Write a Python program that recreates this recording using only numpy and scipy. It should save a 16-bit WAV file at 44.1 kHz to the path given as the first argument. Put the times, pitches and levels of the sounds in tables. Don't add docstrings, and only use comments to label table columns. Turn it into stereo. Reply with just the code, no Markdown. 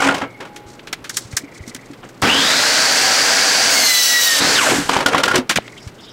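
import sys
import numpy as np
from scipy import signal
from scipy.fft import rfft, irfft, next_fast_len
from scipy.io import wavfile

SR = 44100
rng = np.random.default_rng(int(sys.argv[2]) if len(sys.argv) > 2 else 0)


def dump(signal):
    limited = np.clip(np.atleast_2d(signal).T, -1, 1)
    pcm = np.round(limited * 32767).astype(np.int16)
    wavfile.write(sys.argv[1], SR, pcm)


N = 269892
TIME = np.arange(N) / SR


def from_db(db):
    return 10 ** (np.asarray(db) / 20)


def unit_power(x):
    return x / np.sqrt(np.mean(np.abs(x) ** 2) + 1e-20)


def curves(rows):
    times, *columns = np.transpose(rows)
    return [np.interp(TIME, times, column) for column in columns]


def noise(spectrum):
    size = next_fast_len(N)
    hz, db = np.transpose(spectrum)
    octave = np.log2(np.maximum(np.arange(size // 2 + 1) * SR / size, 1))
    outside = np.abs(octave - np.clip(octave, np.log2(hz[0]), np.log2(hz[-1])))
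    gain = from_db(np.interp(octave, np.log2(hz), db) - 20 * outside)
    return unit_power(irfft(rfft(rng.standard_normal(size)) * gain, size)[:N])


def drift(rate_hz):
    low_pass = signal.butter(2, rate_hz, fs=SR / 20, output="sos")
    slow = signal.sosfilt(low_pass, rng.standard_normal(N // 20 + 2002))[2000:]
    return np.interp(np.arange(N) / 20, np.arange(len(slow)), unit_power(slow))


def rough_tone(cycles, width_hz):
    phase = 2 * np.pi * cycles
    return unit_power(drift(width_hz / 2) * np.cos(phase) + drift(width_hz / 2) * np.sin(phase))


def ring(clicks, hz, t60):
    radius, angle = from_db(-60 / (t60 * SR)), 2 * np.pi * hz / SR
    return signal.lfilter([0, np.sin(angle)], [1, -2 * radius * np.cos(angle), radius ** 2], clicks + 1e-18)


def held(start_s, stop_s, attack_s, fall_db_per_s):
    rise = np.clip((TIME - start_s) / attack_s, 0, 1)
    return rise * from_db(-fall_db_per_s * np.maximum(TIME - stop_s, 0))


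def swell(centre_s, length_s):
    return np.exp(-(2 * (TIME - centre_s) / length_s) ** 2)


def blows(times, levels_db, t60s, rise_s, tail_db, tail_t60):
    power, age = np.zeros(N), TIME[:SR // 2]
    rise = np.sin(np.pi / 2 * np.minimum(age / rise_s, 1)) ** 2
    for s, db, t60 in zip(times, levels_db, t60s):
        at = max(round(s * SR), 0)
        fall = from_db(-60 * age / max(t60, .005)) + from_db(tail_db - 60 * age / tail_t60)
        power[at:at + len(age)] += ((from_db(db) * rise * fall) ** 2)[:N - at]
    return np.sqrt(power)


# frequency in Hz, relative density in dB.
HUSH_SPECTRUM = [(15, -47), (25, -4), (64, -14), (117, -3.5), (166, -2), (344, -0.5), (754, -10),
                 (1560, -13.5), (1740, -16.5), (2000, -16), (3520, -23.5), (6920, -39), (14400, -37),
                 (16000, -43)]

def workshop(hush_db=-41.5, hum_hz=120.0, hum_db=-51.0):
    hum = np.sqrt(2) * np.sin(2 * np.pi * hum_hz * TIME)
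    return from_db(hush_db) * noise(HUSH_SPECTRUM) + from_db(hum_db) * hum


# start and end in seconds, level in dB, relative hum in dB.
DRAGS = [(0, 0.044, -18, -13), (0.04, 0.113, -22.5, 4.5), (4.917, 4.96, -18.5, -9),
         (5.106, 5.135, -22, -14), (5.358, 5.366, -34, 1)]

def pipe_drags(catch_db=3.5, bass_db=-18.5, rub_db=-10.0, column_hz=275.0):
    catching = from_db(catch_db * drift(87))
    scrape = noise(KNOCK_BODY) + from_db(bass_db) * noise(KNOCK_BASS) + from_db(rub_db) * noise(RUB)
    judder = catching * unit_power(scrape)
    hum_hz = column_hz * (1 + 0.011 * drift(27))
    hum = np.sqrt(2) * np.sin(2 * np.pi * np.cumsum(hum_hz) / SR)
    out = np.zeros(N)
    for start, end, db, hum_db in DRAGS:
        stroke = from_db(db) * held(start, end, attack_s=0.021, fall_db_per_s=383)
        out += stroke * (judder + from_db(hum_db) * hum)
    return out


# start in seconds, then strength, treble and wall ring in relative dB.
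KNOCKS = [(0.002, -11, -9, -2), (0.023, -8.5, -15, -18), (0.049, -7, -18, -24), (0.088, 0.5, -21, -4.5),
          (0.143, -9, -10.5, -26), (0.179, -15, -11, -16), (0.214, -9, -20, -16), (0.403, -17.5, -14, -30),
          (0.45, -24.5, -13, -20), (2.031, -23.5, -38, -28), (2.223, -3, -31, -31),
          (4.891, -4.5, -7.5, -28), (4.965, -5.5, -12.5, -24), (5.003, -4.5, -13.5, -25),
          (5.06, -0.5, -6, -5.5), (5.132, -5.5, -30, -22), (5.147, 2.5, -15.5, -24), (5.178, -3, -9.5, -7),
          (5.233, -3.5, -6, -4.5), (5.278, -7, -8, -5), (5.311, -7.5, -11, -0.5), (5.341, -3, -15.5, -14),
          (5.355, -4.5, -3, -30)]
# frequency in Hz, relative level in dB, T60 in seconds.
PIPE_MODES = [(287, -6, 0.14), (368.6, -1, 0.085), (493, -14, 0.22), (756, -2.5, 0.076), (870, -17, 0.11),
              (1100, 3.5, 0.028), (1320, -9, 0.23), (1632, -5.5, 0.12), (2210, -22, 0.2), (2390, -22, 0.1),
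              (3020, -2.5, 0.044), (3210, -9.5, 0.041)]
# frequency in Hz, relative density in dB.
KNOCK_BASS = [(30, -45), (90, -12), (200, -3.5), (330, -6.5), (520, 0), (900, -8.5), (2000, -20)]
KNOCK_BODY = [(100, -42), (250, -20), (550, -5.5), (950, 0.5), (1500, -3), (2000, -5), (3100, -9.5),
              (5000, -31), (10000, -63)]
KNOCK_CRACK = [(1200, 8), (3200, 7.5), (4800, 5), (7500, -3), (10000, -9.5), (16000, -25)]

def pipe_knocks(rebound_s=0.021, rebound_loss_db=9, wall_hz=1425.0, modes_db=-17.5, scatter_db=5.5):
    rebounds = [(s + rebound_s, db - rebound_loss_db, treble, wall) for s, db, treble, wall in KNOCKS]
    s, peak, treble, wall = np.transpose(list(KNOCKS) + rebounds)
    decay = np.full(len(s), .14)
    strike = blows(s + 0.001, peak - 7, 0.18 * decay, rise_s=0.0057, tail_db=-50, tail_t60=.1)
    clatter = blows(s, peak - 13.5, 1.1 * decay, rise_s=0.0048, tail_db=-41, tail_t60=0.083)
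    thud = blows(s, peak - 13.5, 1.4 * decay, rise_s=0.012, tail_db=-32, tail_t60=.25)
    crack = blows(s, peak + treble, 0.61 * decay, rise_s=0.0048, tail_db=-19, tail_t60=0.092)
    wall_ring = blows(s, peak + wall, 0.53 * decay, rise_s=0.0031, tail_db=-58, tail_t60=0.15)
    tick = blows(s, peak + 1.78 * treble + 1.5, 0.26 * decay, rise_s=0.0035, tail_db=-45, tail_t60=.1)
    out = (strike + clatter) * noise(KNOCK_BODY) + thud * noise(KNOCK_BASS) + crack * noise(KNOCK_CRACK)
    out += wall_ring * rough_tone(wall_hz * TIME, width_hz=59) + tick * noise(SNAP_HIGH)
    strengths = from_db(scatter_db * rng.standard_normal((len(s), len(PIPE_MODES))))
    for strength, (hz, db, t60) in zip(strengths.T, PIPE_MODES):
        clicks = np.zeros(N)
        clicks[np.round(s * SR).astype(int)] = strength * from_db(peak + db + modes_db)
        out += ring(clicks, hz, t60)
    return out


def jarred_blade(low_hz=830.0, beat_hz=1.62, high_hz=2190.0):
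    pair = np.cos(np.pi * beat_hz * TIME) * np.sin(2 * np.pi * low_hz * TIME)
    cluster = rough_tone(high_hz * TIME, width_hz=110)
    return from_db(-27 - 25 * TIME) * pair + from_db(-28 - 52 * TIME) * cluster


def tap(s, db, hz, t60):
    return ring(from_db(db) * (np.arange(N) == round(s * SR)), hz, t60)


# start in seconds, level in dB, pitch in Hz.
BUMPS = [(0.226, -18, 275), (0.655, -27, 85), (1.01, -30, 65), (1.251, -27, 110), (1.333, -16, 96),
         (1.436, -26, 284), (1.605, -17.5, 90), (1.676, -25, 235), (1.751, -28, 258), (1.903, -25.5, 283),
         (2.227, -11, 109), (4.784, -10, 284), (5.121, -18, 466), (5.362, -9.5, 361), (5.386, -8, 254),
         (5.568, -14, 206), (5.867, -16, 90)]

def bench_bumps(t60_at_100_hz=0.05):
    return sum(tap(s, db, hz, t60_at_100_hz * (hz / 100) ** 0.79) for s, db, hz in BUMPS)


# start in seconds, strength and brightness in relative dB, base T60 in seconds.
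SNAPS = [(0.56, -21.5, -1.5, 0.082), (0.791, -31.5, -12, 0.049), (0.87, -22, -6, 0.088),
         (0.927, -4.5, -3.5, 0.047), (1.041, -22, -4, 0.14), (1.093, -11, 5, 0.066), (1.168, -7, 10, 0.074),
         (1.324, -24.5, -2, 0.068), (1.366, -3, 6.5, 0.071), (1.676, -24.5, 9.5, .054),
         (1.746, -10, 3.5, 0.028), (1.761, -20, -1, 0.04), (1.932, -30, -6.5, 0.06),
         (2.088, -31.5, 4, 0.076), (2.217, -11, 4.5, 0.088), (5.493, -0.5, -2.5, 0.094),
         (5.505, -8.5, -5.5, 0.13), (5.557, -0.5, -3.5, 0.06), (5.571, 1.5, -6, 0.025),
         (5.677, -27.5, -14, 0.028), (5.874, -27, -3, 0.096)]
# frequency in Hz, relative density in dB.
SNAP_LOW = [(150, -1.5), (500, -7), (1200, -2), (1850, -1), (2500, 0.5), (4000, -6)]
SNAP_MIDDLE = [(1600, 8), (2700, -3.5), (3400, 1), (4600, -1.5), (6500, -25.5)]
SNAP_HIGH = [(2500, -29), (4400, -2), (5600, 5.5), (7800, 1.5), (10500, -6), (16000, -15)]

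def tape_snaps():
    s, peak, bright, t60 = np.transpose(SNAPS)
    low = blows(s, peak - 1.22 * bright - 14, t60, rise_s=0.0039, tail_db=-28, tail_t60=0.27)
    middle = blows(s, peak + 0.076 * bright - 10.5, 0.93 * t60, rise_s=0.0065, tail_db=-43, tail_t60=0.13)
    high = blows(s, peak + 0.68 * bright - 12, 0.97 * t60, rise_s=0.0021, tail_db=-47, tail_t60=0.08)
    return low * noise(SNAP_LOW) + middle * noise(SNAP_MIDDLE) + high * noise(SNAP_HIGH)


# start and end in seconds, level in dB.
SLIDES = [(0.653, 0.707, -54), (1.117, 1.16, -35.5), (1.293, 1.34, -52), (1.5, 1.66, -54),
          (1.637, 1.715, -55), (1.83, 2.206, -61), (5.596, 5.866, -51), (5.964, 6.12, -62)]
# frequency in Hz, relative density in dB.
RUB = [(1200, -7), (2800, -4.5), (4200, 4), (6500, 3), (8000, 1), (10500, -9.5), (16000, -26)]

def sliding(catch_db=4.5, rustle_db=-62.5):
    strokes = sum(from_db(db) * held(start, end, attack_s=0.025, fall_db_per_s=106)
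                  for start, end, db in SLIDES)
    return np.hypot(strokes, from_db(rustle_db)) * from_db(catch_db * drift(41)) * noise(RUB)


TRILLS = [(1.3, 1.825), (5.6, 5.78)]

def insect(pitch_hz=2100.0, chirps_hz=25.9, level_db=-47):
    chirps = np.sin(np.pi * chirps_hz * TIME) ** 2
    bouts = sum(held(start, end, attack_s=0.048, fall_db_per_s=120) for start, end in TRILLS)
    return from_db(level_db) * bouts * unit_power(chirps * rough_tone(pitch_hz * TIME, width_hz=400))


TEETH, TOP_TEETH_PER_S = 24, 2238
TRIGGER_S, PARTED_S, BRAKE_S = 2.222, 4.40, 4.55
# time in seconds, speed lost in teeth per second.
SAG = [(3.7, 0), (3.8, 76), (3.86, 152), (3.92, 208), (4.06, 276), (4.19, 290), (4.26, 326), (4.40, 448)]

def blade_speed(kick_hz_per_s=20000, gap_hz=1280, run_up_s=.24, recover_s=0.077, braking_s=.103):
    age = np.maximum(TIME - TRIGGER_S, 0)
    unloaded = np.minimum(kick_hz_per_s * age, TOP_TEETH_PER_S - gap_hz * np.exp(-age / run_up_s))
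    sag = curves(SAG)[0] * np.exp(-np.maximum(TIME - PARTED_S, 0) / recover_s)
    return (unloaded - sag) * np.exp(-np.maximum(TIME - BRAKE_S, 0) / braking_s)


# multiple of the tooth rate, relative level in dB, width in Hz.
MOTOR_TONES = [(.302, -15, 4.6), (.35, -13.5, 9), (.602, -16, 4), (.69, -13, 53), (.742, -13, 71),
               (1, -13, 25), (1.966, -7, 450), (1.997, -27.5, 23), (2.125, -3, 270), (2.439, -9.5, 480),
               (2.62, -10.5, 110), (4.241, -18, 21), (6.36, -30, 88)]
BRAKE_TONES = [(1, 2, 120), (1.95, -2.5, 429), (2.9, -21, 395)]

def motor(teeth_passed, scream_db=-21.5, howl_db=-20.0, housing_hz=2930.0, housing_width_hz=580.0):
    scream = from_db(scream_db) * held(TRIGGER_S, BRAKE_S, attack_s=0.02, fall_db_per_s=350)
    howl = from_db(howl_db + 3.1 * drift(52)) * held(BRAKE_S, BRAKE_S, attack_s=0.0055, fall_db_per_s=35)
    out = np.zeros(N)
    for envelope, tones in ((scream, MOTOR_TONES), (howl, BRAKE_TONES)):
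        for order, db, width in tones:
            out += envelope * from_db(db) * rough_tone(order * teeth_passed, width)
    housing = signal.iirpeak(housing_hz, housing_hz / housing_width_hz, fs=SR)
    return out + from_db(3.5) * signal.lfilter(*housing, out)


# frequency in Hz, relative density in dB.
AIR = [(150, -73), (300, -15), (480, -0.5), (750, 0), (1150, -1.5), (1650, 5), (2100, 1), (3300, -2.5),
       (5000, -4), (9000, -17.5), (16000, -28)]
WINDAGE = [(1500, -14), (3300, -3), (4400, 5.5), (6200, 7.5), (7800, -3), (9500, -33), (16000, -14)]
HISS = [(3000, -25), (6000, 9), (7700, 11.5), (9500, 2.5), (12000, -3.5), (13300, -7), (15800, -35)]

def air_rush(speed, teeth_passed, air_db=-17.0, windage_db=-20.5, hiss_db=-24.0, brake_hiss_db=-23.5):
    pace = speed / TOP_TEETH_PER_S
    windage = from_db(windage_db) * pace ** 2.3 * noise(WINDAGE)
    braking = np.clip((TIME - BRAKE_S) / 0.065, 0, 1)
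    hiss_gain = from_db(hiss_db) * pace ** 1.7 + from_db(brake_hiss_db) * braking
    throb = 1 + 0.091 * np.sin(2 * np.pi * teeth_passed / TEETH)
    return throb * (from_db(air_db) * noise(AIR) + hiss_gain * noise(HISS) + windage)


# start in seconds, level in dB.
JOLTS = [(2.235, -16.5), (4.393, -19), (4.689, -18.5)]
# frequency in Hz, relative density in dB.
RUMBLE = [(30, -31), (70, -19.5), (130, -14.5), (220, -8), (275, -0.5), (340, -11), (480, -9), (900, -87)]

def frame_shake(rumble_db=-34.0, clatter_db=-2.5, jolt_t60=0.97):
    shudder = sum(from_db(db) * held(s, s, attack_s=0.017, fall_db_per_s=60 / jolt_t60) for s, db in JOLTS)
    rumble = np.hypot(from_db(rumble_db), shudder) * noise(RUMBLE)
    return rumble + from_db(clatter_db) * shudder * noise(KNOCK_BODY)


# centre in seconds, level in dB, multiple of the tooth rate, length in seconds.
WHISTLES = [(2.307, -16.5, 2.16, 0.054), (2.397, -30, 2.07, 0.068), (2.479, -30, 2.05, 0.072),
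            (2.917, -46, 6.36, 0.25), (3.681, -24, 2, 0.26)]

def whistles(teeth_passed):
    return sum(from_db(db) * swell(s, length) * rough_tone(order * teeth_passed, width_hz=11)
               for s, db, order, length in WHISTLES)


# frequency and width in Hz, relative level in dB.
GUARD_MODES = [(1640, 130, -35), (4834, 760, -24)]

def guard_roar(speed, onset_hz=1380.0, span_hz=100.0, roar_db=-1.5):
    blown = np.clip((speed - onset_hz) / span_hz, 0, 1)
    return blown * sum(from_db(db + roar_db) * rough_tone(hz * TIME, width) for hz, width, db in GUARD_MODES)


def tooth_tone(order, teeth_passed, uneven):
    errors = rng.standard_normal(TEETH) + 1j * rng.standard_normal(TEETH)
    errors = errors + np.roll(errors, 1)
    errors = unit_power(errors - errors.mean())
    strength = 1 + uneven * np.interp(teeth_passed, np.arange(TEETH), errors, period=TEETH)
    return np.real(strength * np.exp(2j * np.pi * order * teeth_passed))


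# time in seconds, depth of bite in dB, tooth note in dB.
BITE = [(3.6, -48, -70), (3.72, -12.5, -22.5), (3.82, -7.5, -25), (3.89, -1.5, -12.5), (4.0, 0.5, -10),
        (4.065, 1.5, -16), (4.16, -3, -6), (4.24, 0, -20), (4.305, -1.5, -7), (4.395, -4.5, -22),
        (4.44, -59, -60)]
# multiple of the tooth rate, relative level in dB.
OVERTONES = [(2, 0), (3, -2.5), (4, -14), (5, -26), (6, -17), (7, -14.5), (8, -13)]
# frequency and width in Hz, relative level in dB.
BLADE_MODES = [(3000, 220, 1), (3410, 75, -0.5), (4490, 38, 3), (5320, 72, 5.5), (6210, 38, 2.5),
               (12900, 274, -1.5)]
# frequency in Hz, relative density in dB.
RASP = [(1300, -25), (2200, -7), (2900, 4.5), (3700, -9), (4600, 4.5), (6000, 0), (7000, -10), (10000, -5),
        (15000, -21)]

def cutting(teeth_passed, flutter_db=3.0, runout=.27, chatter_teeth=.008, last_wall_s=4.27):
    bite_db, note_db = curves(BITE)
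    note = tooth_tone(0.99, teeth_passed, uneven=0.25) * from_db(note_db + flutter_db * drift(11.5))
    chattering = teeth_passed + chatter_teeth * drift(180)
    overtones = np.zeros(N)
    for order, db in OVERTONES:
        flutter = from_db(db + flutter_db * drift(22))
        overtones += flutter * tooth_tone(order, chattering, uneven=runout * min(order, 4))
    shrill = from_db(bite_db - 10) * held(TRIGGER_S, last_wall_s, attack_s=1, fall_db_per_s=130)
    disc = sum(from_db(db - 10) * rough_tone(hz * TIME, width) for hz, width, db in BLADE_MODES)
    rasp = from_db(1.23 * bite_db - 13) * (noise(RASP) + disc)
    chips = from_db(bite_db - 13.5) * noise(HISS)
    return note + shrill * overtones + rasp + chips


def saw(wobble=0.00217, fade_start_s=4.72):
    speed = blade_speed() * (1 + wobble * drift(16.6))
    teeth_passed = np.cumsum(speed) / SR
    running = held(TRIGGER_S, fade_start_s, attack_s=0.0045, fall_db_per_s=74)
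    roar = air_rush(speed, teeth_passed) + frame_shake() + guard_roar(speed)
    return running * (roar + whistles(teeth_passed) + motor(teeth_passed) + cutting(teeth_passed))


# start in seconds, level in dB, pitch in Hz.
CLACKS = [(4.895, 5, 1100), (4.966, 3, 890), (5.586, 0, 704)]

def clacks():
    return sum(tap(s, db, hz, t60=0.0079) for s, db, hz in CLACKS)


# centre in seconds, level in dB, pitch in Hz, length in seconds.
SQUEAKS = [(5.784, -40.5, 3200, 0.025), (5.827, -47, 5200, 0.066), (5.997, -43.5, 3260, 0.026),
           (6.04, -44.5, 5000, 0.053), (6.048, -44, 3580, .04), (6.09, -41.5, 3320, 0.045),
           (6.11, -47, 5260, 0.036)]

def swab_squeaks():
    return sum(from_db(db) * swell(s, length) * rough_tone(hz * TIME, width_hz=1100)
               for s, db, hz, length in SQUEAKS)


def scene(bench_low_hz=55.0):
    sawing = saw()
    low_cut = signal.butter(2, bench_low_hz, "high", fs=SR, output="sos")
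    impacts = signal.sosfilt(low_cut, pipe_knocks() + bench_bumps() + clacks())
    handling = tape_snaps() + pipe_drags() + sliding() + swab_squeaks()
    mono = sawing + impacts + handling + jarred_blade() + insect() + workshop()
    return np.array([mono, mono])


def record(dry, ceiling_db=-13.2, reaction_s=0.015, knee=4.9, cutoff_hz=15800):
    memory = np.exp(-1 / (reaction_s * SR))
    level = np.sqrt(signal.lfilter([1 - memory], [1, -memory], dry ** 2))
    evened = dry / np.maximum(level / from_db(ceiling_db), 1)
    rounded = evened / (1 + np.abs(evened) ** knee) ** (1 / knee)
    return signal.sosfilt(signal.ellip(12, .1, 80, cutoff_hz, fs=SR, output="sos"), rounded)


dry = scene()
out = record(dry)
dump(out)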